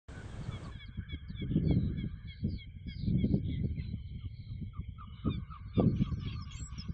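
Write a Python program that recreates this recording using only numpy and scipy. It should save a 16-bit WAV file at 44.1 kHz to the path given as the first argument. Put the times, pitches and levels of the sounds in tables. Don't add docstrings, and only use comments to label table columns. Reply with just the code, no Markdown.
import sys
import numpy as np
from scipy import signal
from scipy.fft import rfft, irfft, next_fast_len
from scipy.io import wavfile
from scipy.ndimage import uniform_filter1d

SR = 44100
rng = np.random.default_rng(int(sys.argv[2]) if len(sys.argv) > 2 else 0)


def persist_wave(psi):
    counts = np.round(np.clip(psi, -1, 1) * 32767).astype(np.int16)
    wavfile.write(sys.argv[1], SR, np.atleast_2d(counts).T)


N = 305613
TIME = np.arange(N) / SR
START_S = .087


def undb(db):
    return 10 ** (np.asarray(db) / 20)


def unit(x):
    return x / np.sqrt(np.mean(x ** 2))


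def noise(spectrum):
    hz, db = np.transpose(spectrum)
    n = next_fast_len(N, real=True)
    bins = np.maximum(np.fft.rfftfreq(n, 1 / SR), 1)
    gains = undb(np.interp(np.log(bins), np.log(hz), db))
    return unit(irfft(rfft(rng.standard_normal(n)) * gains, n)[:N])


def wobble(n, rate):
    step = max(int(SR / rate), 1)
    return 1.473 * uniform_filter1d(np.repeat(rng.standard_normal(n // step + 1), step), step)[:n]


def resonate(x, hz, width_hz):
    return signal.lfilter(*signal.iirpeak(hz, hz / width_hz, fs=SR), x)


def progress(length_s):
    return np.linspace(0, 1, int(length_s * SR))


def phase_of(hz):
    return 2 * np.pi * np.cumsum(hz) / SR


def swell_of(t, rise_s, fall_s):
    return np.exp(-(t / np.where(t < 0, rise_s, fall_s)) ** 2)


def add(out, start_s, sound):
    i = max(int(start_s * SR), 0)
    out[i:i + len(sound)] += sound[:max(N - i, 0)]


# (frequency [Hz], relative level [dB])
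HISS_TONE = [(100, 11.5), (300, 5.5), (700, -3), (1500, -7.5), (2200, -15), (3600, -14.5), (5000, -22.5),
             (8500, -20)]
def hiss(loud_db=-49, hold_until_s=.67, fall_db_per_s=150, bed_db=-83.5):
    sunk_db = fall_db_per_s * np.maximum(TIME - hold_until_s, 0)
    return noise(HISS_TONE) * (undb(loud_db - sunk_db) + undb(bed_db))


# (frequency [Hz], relative level [dB])
LOW_HISS_TONE = [(100, -29.5), (330, -11.5), (460, 2), (620, -14), (900, -30.5), (2000, -59.5)]
def low_hiss(level_db=-80.5):
    return undb(level_db) * noise(LOW_HISS_TONE)


# (start [s], end [s], pitch [Hz], pitch scatter scale [Hz], level [dB])
FAR_FLOCKS = [(.1, 2.38, 1630, 80, -69), (.1, 2.25, 1230, 150, -73.5), (2.38, 3.9, 1580, 60, -83),
              (4.98, 6.93, 1190, 60, -68), (5.15, 6.93, 1520, 80, -72), (.1, 6.93, 2210, 70, -72),
              (.1, 5.4, 3220, 90, -75), (1.7, 2.65, 3980, 110, -77), (3.6, 4.7, 3950, 220, -81),
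              (5.3, 6.93, 3500, 550, -77), (5.95, 6.93, 5600, 500, -74)]
def far_chatter(calls_per_s=70, length_s=.045, glide=.04, quiver_hz=50, scatter_db=3, gain_db=-.5):
    out = np.zeros(N)
    u = progress(length_s) - .5
    for start, end, hz, spread_hz, db in FAR_FLOCKS:
        chatter = np.zeros(N)
        count = int((end - start) * calls_per_s)
        chance = rng.standard_normal((count, 3))
        for s, (detune, slope, size) in zip(np.linspace(start, end, count), chance):
            pitch = hz * (1 + glide * slope * u) + .8 * spread_hz * detune
            pitch += quiver_hz * wobble(len(u), 500)
            call = np.sin(phase_of(pitch)) * np.cos(np.pi * u)
            add(chatter, s - length_s / 2, undb(scatter_db * size) * call)
        out += undb(db + gain_db) * unit(chatter) * np.sqrt((end - start) / TIME[-1])
    return out


# (start [s], length [s], first pitch [Hz], last pitch [Hz], level [dB])
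WHISTLE_NOTES = [(.09, 0.175, 1540, 1490, -61), (.447, 0.146, 1483, 1170, -62.5),
                 (0.605, 0.1193, 1208, 1116, -59), (0.982, 0.1084, 1450, 1629, -62),
                 (1.333, 0.1176, 3746, 3281, -60), (3.473, 0.1725, 2115, 2026, -65.5),
                 (3.747, 0.0842, 2490, 2028, -61.5), (3.87, 0.439, 2949, 3176, -73.5),
                 (4.983, 0.381, 2923, 3010, -68.5), (5.318, 0.0736, 4780, 4513, -71.5),
                 (5.662, .075, 4480, 4287, -74), (5.739, 0.1016, 5090, 4680, -71),
                 (5.855, 0.088, 4460, 4295, -69.5), (6.107, .053, 4367, 4270, -69.5),
                 (6.192, .035, 5560, 5080, -64.5), (6.293, 0.1415, 4960, 4204, -63.5),
                 (6.407, 0.045, 5850, 5000, -57), (6.537, 0.1685, 7110, 7743, -54.5),
                 (6.543, 0.1013, 4800, 4208, -64.5), (6.775, 0.0559, 5950, 5065, -50)]
def small_bird_whistles(jitter_hz=40, shimmer=.34, settle=2.2):
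    out = np.zeros(N)
    for s, length, first, last, db in WHISTLE_NOTES:
        u = progress(length)
        pitch = last + (first - last) * (1 - u) ** settle + jitter_hz * wobble(len(u), 500)
        swell = signal.windows.tukey(len(u), .65) * (1 + shimmer * wobble(len(u), 150))
        add(out, s, undb(db) * unit(np.sin(phase_of(pitch)) * swell))
    return out


# (start [s], relative level [dB])
LARK_CHIPS = [(.421, -66), (.63, -64), (.849, -68.5), (1.278, -63.5)]
CHIP_S, CHIP_FROM_HZ, CHIP_TO_HZ, CHIP_TRILLS_PER_S, CHIP_WARBLE_HZ = .047, 5000, 3675, 180, 250
# (start [s], length [s], first pitch [Hz], last pitch [Hz], relative level [dB],
# trill rate [1/s], warble scale [Hz])
LARK_NOTES = [(1.482, 0.1304, 3372, 3013, -60.5, 69.6, 300), (1.62, 0.182, 4615, 3913, -64.5, 73.7, 206),
              (1.766, 0.1427, 3967, 3819, -63.5, 115, 100), (2.238, .22, 4065, 4228, -67, 80, 379),
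              (2.468, 0.1576, 5096, 3875, -62, 233, 210), (2.855, 0.194, 4960, 4638, -62.5, 114, 228),
              (2.95, 0.1894, 4348, 3832, -60, 110, 450), (3.206, 0.201, 3940, 4392, -67, 70, 560),
              (3.419, 0.186, 3387, 3547, -60, 103, 419), (3.626, .08, 4370, 4253, -75.5, 60, 169),
              (3.757, 0.191, 4119, 4008, -65.5, 42, 120), (4.051, 0.062, 4170, 3756, -72.5, 90, 305.5),
              (4.169, 0.1307, 3158, 3110, -65.5, 39.2, 226), (4.275, 0.34, 4312, 3854, -69, 48, 260),
              (5.115, 0.177, 3753, 3590, -68.5, 55, 290), (6.503, 0.0685, 6813, 6283, -61, 90.5, 383)]
def lark_trills(uneven=.088, rasp=.38, pulsing=.41, blur_s=.0186, blur_db=-5):
    out = np.zeros(N)
    chips = [(s, CHIP_S, CHIP_FROM_HZ, CHIP_TO_HZ, db, CHIP_TRILLS_PER_S, CHIP_WARBLE_HZ)
             for s, db in LARK_CHIPS]
    for s, length, first, last, db, rate, depth in chips + LARK_NOTES:
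        u = progress(length)
        beat = phase_of(rate * (1 + uneven * wobble(len(u), 80)))
        warble = np.sin(beat) + np.sin(2 * beat) / 4
        pitch = first + (last - first) * u + depth * (.64 * warble + rasp * wobble(len(u), 700))
        pulses = (1 - pulsing * np.cos(beat)) * (1 + .028 * wobble(len(u), 120))
        swell = signal.windows.tukey(len(u), .6)
        add(out, s, undb(db) * unit(np.sin(phase_of(pitch)) * pulses * swell))
    air_paths = rng.standard_normal(int(blur_s * SR)) * (1 - progress(blur_s))
    blurred = signal.fftconvolve(out, air_paths / np.linalg.norm(air_paths))[:N]
    return .759 * (out + undb(blur_db) * blurred)


# (frequency [Hz], width of each filter [Hz], relative level [dB])
GULL_THROAT = [(1264, 950, 5), (2561, 620, 11.5), (3020, 990, 12), (4060, 550, -8)]
# (start [s], length [s], pitch [Hz], level [dB], roughness [0-1])
GULL_CALLS = [(3.779, 0.1087, 508.6, -65.5, 0.56), (5.511, 0.106, 559.2, -70, 0.61),
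              (5.716, 0.1584, 544, -62.5, 0.48), (5.947, 0.1598, 560.5, -58, 0.57),
              (6.191, .18, 560.5, -54, .58), (6.449, .17, 546.2, -57, 0.52),
              (6.696, 0.2016, 568, -61.5, 0.64)]
def gull_squawks(fall=.15, jitter=.042, shimmer=.49, top_hz=4300):
    out = np.zeros(N)
    for s, length, hz, db, rough in GULL_CALLS:
        u = progress(length)
        phase = phase_of(hz * (1 - fall * (u - .5) + jitter * rough * wobble(len(u), 500)))
        pulses = sum(np.cos(k * phase + rng.uniform(0, 2 * np.pi))
                     * (1 + shimmer * wobble(len(u), 70.64)) for k in range(2, 9))
        breath = rng.standard_normal(len(u)) * (1 + np.cos(phase))
        source = (unit(pulses) + 1.1 * rough * breath) * (1 + .3 * rough * wobble(len(u), 300))
        voice = sum(undb(ring_db) * resonate(resonate(source, ring_hz, width), ring_hz, width)
                    for ring_hz, width, ring_db in GULL_THROAT)
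        voice = signal.sosfilt(signal.butter(4, top_hz, fs=SR, output="sos"), voice)
        add(out, s, undb(db) * unit(voice * np.sin(np.pi * u)))
    return out


# (middle [s], pitch [Hz], level [dB])
YELP_CALLS = [(3.986, 1178, -79.5), (4.233, 1250, -69.5), (4.5, 1218, -76.5), (4.766, 1219, -56),
              (5.015, 1256, -48.5), (5.274, 1243, -48.5), (5.539, 1242, -48), (5.804, 1195, -51),
              (6.085, 1165, -53.5), (6.399, 1166, -54), (6.714, 1136, -59.5)]
def shore_bird_yelps(length_s=.085, fall=.24, arch=.16, slowing=.23, jitter=.028, rough=.26):
    out = np.zeros(N)
    series_middle_s = np.mean(YELP_CALLS, axis=0)[0]
    for s, hz, db in YELP_CALLS:
        stretch = np.exp(slowing * (s - series_middle_s))
        u = progress(length_s * stretch) - .5
        phase = phase_of(hz * (1 - fall / stretch * u - arch * u ** 2 + jitter * wobble(len(u), 300)))
        voice = np.sin(phase) + undb(-24) * (np.sin(2 * phase) + .5 * np.sin(3 * phase))
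        swell = np.cos(np.pi * u) * (1 + rough * wobble(len(u), 200))
        add(out, s - len(u) / SR / 2, np.sqrt(2) * undb(db) * voice * swell)
    return out


# (middle [s], pitch [Hz], level [dB],
# hoarseness [0 = clear])
YAP_CALLS = [(.318, 1095, -69, 0.17), (.547, 1123, -56.5, 0.16), (.751, 1112, -62.5, 1.11),
             (.823, 1122, -55, 0.31), (.961, 1110, -67.5, 0.18), (1.125, 1119, -52, 0.24),
             (1.19, 1114, -65.5, 0.01), (1.411, 1121, -53.5, 0.09), (1.712, 1109, -55, 0.06),
             (2.006, 1105, -57, 0.21), (2.31, 1098, -55.5, 0.03), (2.615, 1099, -55, 0),
             (2.912, 1095, -55.5, 0.33), (3.215, 1101, -56.5, 0.02), (3.528, 1104, -60, 0),
             (5.33, 1196, -51.5, 0), (5.776, 1184, -54.5, 0)]
def shore_bird_yaps(length_s=.082, fall=.105, droop=.07, full_db=-60, throat_hz=1132.7, gain_db=.88):
    out = np.zeros(N)
    for s, hz, db, hoarse in YAP_CALLS:
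        second_db = -1 - 2.5 * max(full_db - db, 0) - .07 * max(hz - throat_hz, 0)
        u = progress(length_s) - .5
        phase = phase_of(hz * (1 - fall * u - droop * u ** 2 + .003 * wobble(len(u), 300)))
        voice = undb(-32) * np.sin(phase) + undb(second_db) * np.sin(2 * phase) + np.sin(3 * phase)
        between = sum(undb(tone_db) * np.sin(ratio * phase)
                      for ratio, tone_db in [(1.5, 1), (2.5, -20.5), (3.5, -8.5), (4.5, -20)])
        voice += hoarse * between * (1 + .5 * wobble(len(u), 250))
        swell = np.cos(np.pi * u).clip(0) ** .9
        add(out, s - length_s / 2, np.sqrt(2) * undb(db + gain_db) * voice * swell)
    return out


def field_echo(calls, delay_s=.0032, fade_s=.34, dull_hz=2220, gain_db=-14):
    t = progress(fade_s)
    tail = rng.standard_normal(len(t)) * undb(-60 * t / fade_s) * (t > delay_s)
    tail = signal.lfilter(*signal.butter(1, dull_hz, fs=SR), tail / np.linalg.norm(tail))
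    return calls + undb(gain_db) * signal.fftconvolve(calls, tail)[:N]


# (peak time [s], level [dB], rise [s], fall [s])
WIND_GUSTS = [(1.73, -28.5, 0.263, 0.291), (2.45, -30, 0.0197, 0.0956), (3.22, -32, 0.1902, .56),
              (4.6, -43, 0.176, 0.061), (5.271, -29, 0.0155, 0.1119), (5.8, -21.5, 0.0257, 0.1153),
              (6.13, -38.5, .2, 0.317)]
# (time [s], level [dB])
STRONG_PUFFS = [(.412, -37), (.535, -37.5), (.68, -38.5), (0.991, -35), (1.14, -31), (1.306, -38),
                (1.429, -28.5), (1.519, -25.5), (1.571, -20), (1.665, -22.5), (1.71, -23), (1.777, -26.5),
                (2.048, -31), (2.455, -29.5), (2.877, -35), (3.08, -26.5), (3.151, -26.5), (3.251, -23),
                (3.342, -23.5), (3.497, -33), (3.647, -28), (3.786, -33.5), (3.94, -33.5), (4.153, -37),
                (4.261, -38), (4.627, -35.5), (4.806, -39), (5.27, -22.5), (5.872, -25), (6.016, -23.5),
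                (6.125, -32), (6.269, -33), (6.612, -35.5), (6.788, -36.5), (6.899, -33)]
def wind_power(breeze_db=-57.5, lump_db=2.1, puff_s=.00788, puffs_per_s=12, weak_db=-46, scatter_db=2.5):
    gusts = sum((undb(db) * swell_of(TIME - s, rise, fall)) ** 2 for s, db, rise, fall in WIND_GUSTS)
    power = undb(breeze_db) ** 2 + gusts * undb(lump_db * wobble(N, 30)) ** 2
    weak_puffs = [((k + .263 * shift) / puffs_per_s, weak_db + scatter_db * size)
                  for k, (shift, size) in enumerate(rng.standard_normal((120, 2)))]
    t = (progress(puff_s * 10) - .5) * puff_s * 10
    for s, db in STRONG_PUFFS + weak_puffs:
        add(power, s + t[0], undb(db) ** 2 * np.exp(-.5 * (t / puff_s) ** 2))
    return power


# (frequency [Hz], level in a moderate wind [dB], growth [dB per dB of wind])
SWIRL_BANDS = [(30.1, -59.5, 0.2), (48.3, -51.5, 0.285), (69.4, -43.5, .5), (100.99, -41.5, 0.5225),
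               (143.74, -41.5, 0.8432), (196.5, -43, 1.29), (281.03, -52, 1.8214), (387, -62, 1.94),
               (522.5, -73, 2), (716, -94.5, 0.39)]
def wind_buffeting(moderate_db=-35, band_ratio=1.3974, flutter_db=2.5, knee_db=4, easing=.317):
    strength_db = 10 * np.log10(wind_power()) - moderate_db
    strength_db -= easing * np.maximum(strength_db - knee_db, 0)
    out = np.zeros(N)
    for hz, db, growth in SWIRL_BANDS:
        band = noise([(hz / band_ratio ** 2, -60), (hz / band_ratio, -9), (hz, 0),
                      (hz * band_ratio, -19), (hz * band_ratio ** 2, -60), (hz * 10, -120)])
        band /= np.sqrt(uniform_filter1d(band ** 2, int(4 / hz * SR)) + 1e-12)
        out += band * undb(db + growth * strength_db + flutter_db * wobble(N, 60))
    return out * swell_of(TIME - START_S, rise_s=.0034, fall_s=np.inf)


# (time [s], peak level [dB])
WIND_SLAPS = [(1.711, -23.5), (3.343, -31.5), (5.7988, -15.5), (5.803, -21), (5.809, -21)]
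def wind_slaps(width_s=.0005404):
    out = np.zeros(N)
    t = (progress(.01) - .5) * .01
    pulse = (1 - (t / width_s) ** 2) * np.exp(-.5 * (t / width_s) ** 2)
    for s, db in WIND_SLAPS:
        add(out, s + t[0], undb(db) * pulse)
    return out


def scene():
    calls = shore_bird_yaps() + shore_bird_yelps() + gull_squawks()
    birds = field_echo(calls + small_bird_whistles() + lark_trills() + far_chatter())
    hisses = (hiss() + low_hiss()) * swell_of(TIME - START_S, rise_s=.00265, fall_s=np.inf)
    return (hisses + birds + wind_buffeting() + wind_slaps())[None]


def record(dry):
    return signal.sosfilt(signal.ellip(8, .2, 70, 8650, fs=SR, output="sos"), dry)


dry = scene()
out = record(dry)
persist_wave(out)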